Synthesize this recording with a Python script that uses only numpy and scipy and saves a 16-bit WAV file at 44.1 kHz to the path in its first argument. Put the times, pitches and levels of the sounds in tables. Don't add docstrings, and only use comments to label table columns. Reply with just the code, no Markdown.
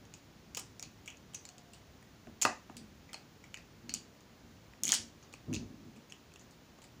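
import sys
import numpy as np
from scipy import signal
from scipy.fft import rfft, irfft
from scipy.io import wavfile
from scipy.ndimage import uniform_filter1d

SR = 44100
rng = np.random.default_rng(int(sys.argv[2]) if len(sys.argv) > 2 else 0)


def bounce(signal):
    frames = np.transpose(np.atleast_2d(signal))
    limited = np.clip(frames, -1, 1)
    pcm = np.round(limited * 32767).astype(np.int16)
    wavfile.write(sys.argv[1], SR, pcm)


N = 308681

# start_s, bite_db, edge_db, stick_db, body_db, free_pitch_hz, share_to_room_db
CLICKS = [(0.0526, -51, -60, -58, -61, 3090, -9), (0.1383, -38.5, -44, -47.5, -56, 2720, -5.5),
          (0.5477, -29, -34, -39, -64, 2770, -10.5), (0.553, -45, -39, -50, -65, 2700, -10),
          (0.5691, -31, -35, -52, -46.5, 2800, -2.5), (0.5721, -23, -42, -33.5, -38, 2740, -9),
          (0.577, -33, -35, -59, -42, 2810, -6.5), (0.5912, -37, -48, -46, -56, 2420, -16),
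          (0.5952, -28, -55, -57, -62, 3030, -7), (0.7955, -32, -47, -45.5, -53, 2660, -8),
          (0.826, -29, -34, -44, -47.5, 3220, -10.5), (0.8334, -46, -42, -46, -63, 2330, -3),
          (1.059, -42.5, -65, -54, -57, 2960, -5), (1.0765, -37, -50, -35.5, -66, 2740, -7),
          (1.0808, -43, -60, -38.5, -52, 2700, -3.5), (1.102, -41, -54, -50, -61, 2670, -9),
          (1.1706, -46, -62, -59, -70, 2640, -11), (1.3352, -49, -54, -49, -54, 2980, -3),
          (1.3451, -32.5, -53, -43, -60, 2830, -8), (1.3484, -30.5, -38.5, -49, -54, 2590, -4.5),
          (1.4526, -37, -41, -53, -52, 2320, -9), (1.4888, -39, -45, -51, -58, 2900, -10),
          (1.5812, -44, -44, -55, -67, 2660, -8), (1.7338, -44.5, -47, -51.5, -70, 2600, -1.5),
          (2.0262, -54, -65, -50, -58, 1720, -8), (2.271, -59, -70, -51, -42.5, 1980, -16),
          (2.4152, -23, -31, -28.5, -63, 3100, -4), (2.4197, -15.5, -29, -36, -42, 2570, -5),
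          (2.4226, -15, -40, -40, -38, 2840, -7), (2.4292, -18, -23, -31, -41, 2500, -8.5),
          (2.451, -26.5, -17.5, -13, -15, 1850, -7), (2.4577, -41, -43, -31, -27.5, 1850, -5),
          (2.6969, -58, -70, -56, -39, 2420, -10.5), (2.7679, -35, -36.5, -52, -70, 2600, -3),
          (3.0902, -59, -59, -52, -61, 2070, 1), (3.1314, -34.5, -40, -40, -44, 3440, -5),
          (3.1423, -39, -35, -39.5, -41.5, 2320, -8.5), (3.4397, -46.5, -66, -43.5, -59, 2160, -8),
          (3.5424, -36, -42, -32, -63, 2400, -8.5), (3.572, -45, -42, -44, -54, 1810, -6),
          (3.893, -34.5, -34, -38.5, -52, 2920, -5.5), (3.939, -17.5, -28, -42, -49, 2150, -10.5),
          (3.9469, -50, -31, -40.5, -54, 2670, -5), (4.2063, -53, -53, -58, -70, 2830, -10),
          (4.735, -62, -68, -46, -59, 2280, -13), (4.8347, -16, -43, -40, -52, 3290, -10),
          (4.842, -34, -33, -35.5, -56.5, 3310, -1), (4.8523, -19.5, -42.5, -51.5, -58, 3250, -7),
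          (4.868, -27, -43, -38.5, -64.5, 2360, -1), (4.8787, -22, -27.5, -30.5, -53, 3240, -5),
          (4.891, -21, -30, -25, -58, 3420, -9), (4.8979, -40, -23, -48, -41, 3290, -3),
          (4.906, -26, -25, -49, -48, 3246, -9), (4.9199, -8.5, -15, -17.5, -42.5, 3400, -9),
          (4.9277, -27, -36, -24, -33, 1970, -11), (4.9374, -18.5, -22.5, -44, -52, 3430, 2.5),
          (5.2255, -53.5, -57, -60, -62, 2740, 2.5), (5.3268, -48, -49, -56, -61, 2960, -2.5),
          (5.338, -40, -48, -39.5, -47, 2540, -11), (5.5287, -38, -50, -37, -61, 2530, -10),
          (5.5368, -30.5, -36, -41, -58, 2600, -6.5), (5.5436, -37, -28.5, -37, -63, 2650, -8),
          (5.551, -32.5, -31, -57, -68, 2560, -4), (5.5618, -43, -43, -37, -61, 2710, -12),
          (5.9611, -57, -64, -60, -61, 2680, 1.5), (6.0976, -52, -58, -60, -69, 2400, 2.5),
          (6.122, -39, -53, -36, -62, 2960, -11), (6.318, -60, -64, -53, -70, 2730, -14),
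          (6.338, -48, -57, -56, -67, 3290, -12), (6.3592, -47.5, -63, -44, -70, 2830, -11),
          (6.3943, -48.5, -54, -64, -61, 1970, -1.5), (6.4113, -52, -56, -60, -64, 2010, -4),
          (6.509, -51.5, -60, -68, -71, 1740, -3), (6.7867, -56, -62, -61, -49.5, 2700, -14),
          (6.8175, -51.5, -52, -63, -60, 2680, 1), (6.84, -46, -51, -59, -63, 2390, -3)]
# pitch_hz, relative_level_db, t60_s
BITE = [(5694, -11.5, 0.0073), (6680, 1.5, 0.0043), (7720, 2, 0.0011)]
BODY = [(337, 1, 0.0085), (526, -7.5, 0.026), (715, 8, 0.012), (911, 11.5, 0.0045), (1176, 3.5, 0.015),
        (1540, 6.5, 0.0033)]
STICK = [(1926, -1, 0.0056), (2230, -1.4, 0.0039), (2538, 0.44, 0.0082), (2772, -0.47, 0.0049),
         (3350, -0.44, 0.0064)]
EDGE = [(4240, 2, 0.0019), (4370, -7, 0.013), (4840, -4, 0.0047)]
AIR = [(9050, -3.5, 0.0055), (10550, 4.5, 0.0021), (12200, -3, 0.0013), (14000, -7, 0.0089)]
# start_s, level_db, deep_modes_relative_db, rise_s, t60_s
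THUDS = [(0.85, -54.5, -6, 0.013, 0.13), (2.265, -48.5, 8, 0.015, 0.28), (2.44, -49, 11.5, 0.022, 0.47),
         (2.69, -50, 5, 0.012, 0.1), (2.74, -52, 9, 0.017, 0.75), (3.825, -51.5, 1, 0.04, 0.38),
         (3.91, -52.5, -8, 0.014, 0.8), (4.82, -48, -9, 0.027, 0.69), (4.87, -47.5, -9, 0.019, 0.15),
         (4.97, -53.5, 11, 0.034, 0.57), (5.464, -39, 6.5, 0.039, 1), (5.8, -56, -2, 0.088, 0.9)]
# pitch_hz, width_hz, relative_level_db
TABLE_MODES = [(60.5, 21.4, 6.5), (96.8, 8.4, 10), (161, 30, 18.5), (225, 59, 26.5), (241, 22, -29),
               (302, 25, 11), (401, 37, -20.5), (545, 240, -17), (845, 180, -13)]
# start_s, length_s, level_db
WHINE_SWELLS = [(1.49, 0.19, -70), (1.665, 0.11, -70.5)]
# delay_s, level_db
ECHOES = [(0.0067, -8), (0.0028, -4), (0.012, -10.5)]
# pitch_hz, t60_s
ROOM_T60 = [(500, 0.28), (2000, 0.27), (6000, 0.27), (12000, 0.048)]
# pitch_hz, relative_level_db_per_hz
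HOUSE_SPECTRUM = [(12, -45), (30, -20), (55, -5.5), (110, -4), (230, -6), (400, -12), (775, -17),
                  (1280, -20), (5600, -26.5), (7000, -27.5), (8000, -39), (12000, -39.5), (13900, -46.5),
                  (14500, -31), (15500, -30)]

AIR_DB, AIR_PER_DB, AIR_AT_DB = -13, 0.15, -34.5
CONTACT_MS, SHORTER_PER_DB = 1.07, 0.013
GRIP_DB_PER_OCTAVE, LOOSER_PER_DB = 62.0, 1.7
ROOM_DB, ROOM_RISE_S = 0, 0.0032
DEEP_HZ, UPPER_HZ = 130, 380
UPPER_DB, UPPER_FADE = 8.5, 2
WHINE_HZ, SAG_HZ_PER_S = 740, 212
HOUSE_DB = -58.5
TOP_HZ = 16600


def undb(db):
    return 10 ** (np.asarray(db) / 20)


def unit(x):
    return x / np.sqrt(np.mean(x ** 2))


def band(x, hz, width_hz):
    return signal.lfilter(*signal.iirpeak(hz, hz / width_hz, fs=SR), x)


def ring(modes, chance, t, free_hz, grip_db, detune=0.029, scatter_db=3.5):
    hz, db, t60 = np.transpose(modes)[:, :, None]
    pitch_chance, level_chance = chance[:, :len(modes), None]
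    if modes is STICK:
        db = db - grip_db * np.abs(np.log2(hz / free_hz))
    sign = (-1) ** np.arange(len(modes))[:, None]
    level = sign * undb(db + scatter_db * level_chance)
    tone = np.sin(2 * np.pi * hz * (1 + detune * pitch_chance) * t)
    fade = np.exp(-np.log(1000) * t / t60)
    return (level * tone * fade).sum(0)


def sticks():
    out, t = np.zeros((2, N + SR)), np.arange(2048) / SR
    for s, bite_db, edge_db, stick_db, body_db, free_hz, room_db in CLICKS:
        chances = rng.standard_normal((5, 2, 6))
        grits = rng.standard_normal((5, 512))
        grip_db = max(GRIP_DB_PER_OCTAVE - LOOSER_PER_DB * (stick_db + 37.5), 0)
        air_db = bite_db + AIR_DB + AIR_PER_DB * (bite_db - AIR_AT_DB)
        contact_ms = CONTACT_MS * np.exp(-SHORTER_PER_DB * (max(bite_db, stick_db) + 41))
        u = t[:512] * 1000 / max(contact_ms, 0.05)
        press = u * np.exp(-u * 2)
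        i = int(s * SR)
        groups = (BITE, BODY, STICK, EDGE, AIR)
        levels_db = (bite_db, body_db, stick_db, edge_db, air_db)
        for modes, db, chance, grit in zip(groups, levels_db, chances, grits):
            cut = signal.butter(2, 0.5 * modes[0][0], "high", fs=SR, output="sos")
            spread = signal.sosfilt(cut, ring(modes, chance, t, free_hz, grip_db))
            aimed = signal.fftconvolve(spread, grit * press)[:2048]
            size = undb(db) * np.sqrt(np.mean(spread ** 2)) / np.abs(spread).max()
            out[:, i:i + 2048] += size * unit(aimed), size * undb(room_db) * unit(spread)
    return out[:, :N]


def room(aimed, spread):
    t = np.arange(SR // 2) / SR
    hz, t60 = np.transpose(ROOM_T60)
    tail = 0
    for f in 250 * 2 ** np.arange(0, 6.1, 0.5):
        fade = np.exp(-np.log(1000) * t / np.interp(np.log(f), np.log(hz), t60))
        tail = tail + band(rng.standard_normal(len(t)), f, f / 3) * fade
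    tail = tail * (1 - np.exp(-t / ROOM_RISE_S))
    response = undb(ROOM_DB) * tail / np.sqrt(np.sum(tail ** 2))
    for s, db in ECHOES:
        smear = rng.standard_normal(128) * np.exp(-np.arange(128) / 9.5)
        i = int(s * SR)
        response[i:i + 128] += undb(db) * smear / np.sqrt(np.sum(smear ** 2))
    return aimed + signal.fftconvolve(spread, response)[:N]


def table():
    unevenness = np.repeat(rng.standard_normal(N // 400 + 1), 400)[:N]
    push = rng.standard_normal(N) * undb(2.0 * unevenness)
    deep, top, upper = 0, 0, 0
    for hz, width_hz, db in TABLE_MODES:
        mode = undb(db) * unit(band(band(push, hz, width_hz), hz, 3 * width_hz))
        if hz < DEEP_HZ:
            deep = deep + mode
        elif hz < UPPER_HZ:
            top = top + mode
        else:
            upper = upper + mode
    t = np.arange(N) / SR
    deep_power, top_power, upper_power = 0, 0, 0
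    for s, db, deep_db, rise_s, t60 in THUDS:
        rise = np.clip((t - s) / max(rise_s, 0.002), 0, 1)
        fade = np.exp(-np.log(1000) * np.maximum(t - s - rise_s, 0) / max(t60, 0.02))
        shape = rise * fade
        deep_power = deep_power + (undb(db + deep_db) * shape) ** 2
        top_power = top_power + (undb(db) * shape) ** 2
        upper_power = upper_power + (undb(db + UPPER_DB) * shape ** UPPER_FADE) ** 2
    thuds = top * np.sqrt(top_power) + upper * np.sqrt(upper_power) + deep * np.sqrt(deep_power)
    return thuds / np.std(top)


def whine():
    t = np.arange(N) / SR
    swell = 0
    for s, length_s, db in WHINE_SWELLS:
        arch = np.sin(np.pi * np.clip((t - s) / length_s, 0, 1)).clip(0)
        swell = swell + undb(db) * np.sqrt(arch)
    since = t - WHINE_SWELLS[0][0]
    cycles = WHINE_HZ * since - SAG_HZ_PER_S * since ** 2 / 2
    return np.sqrt(2) * np.sin(2 * np.pi * cycles) * swell


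def house():
    hz, db = np.transpose(HOUSE_SPECTRUM)
    f = np.maximum(np.arange(N // 2 + 1) * SR / N, 1.0)
    shape = undb(np.interp(np.log(f), np.log(hz), db, right=-90))
    noise = irfft(rfft(rng.standard_normal(N)) * shape, N)
    low = signal.sosfilt(signal.butter(2, 400.0, fs=SR, output="sos"), noise)
    steps = np.repeat(rng.standard_normal(N // 8000 + 1), 8000)[:N]
    swell_db = 1.5 * unit(uniform_filter1d(steps, size=8000))
    return undb(HOUSE_DB) * unit(noise + low * (undb(swell_db) - 1))


def scene():
    return (room(*sticks()) + table() + whine() + house())[None]


def record(dry):
    return signal.sosfilt(signal.ellip(10, 0.2, 70, TOP_HZ, fs=SR, output="sos"), dry)


dry = scene()
out = record(dry)
bounce(out)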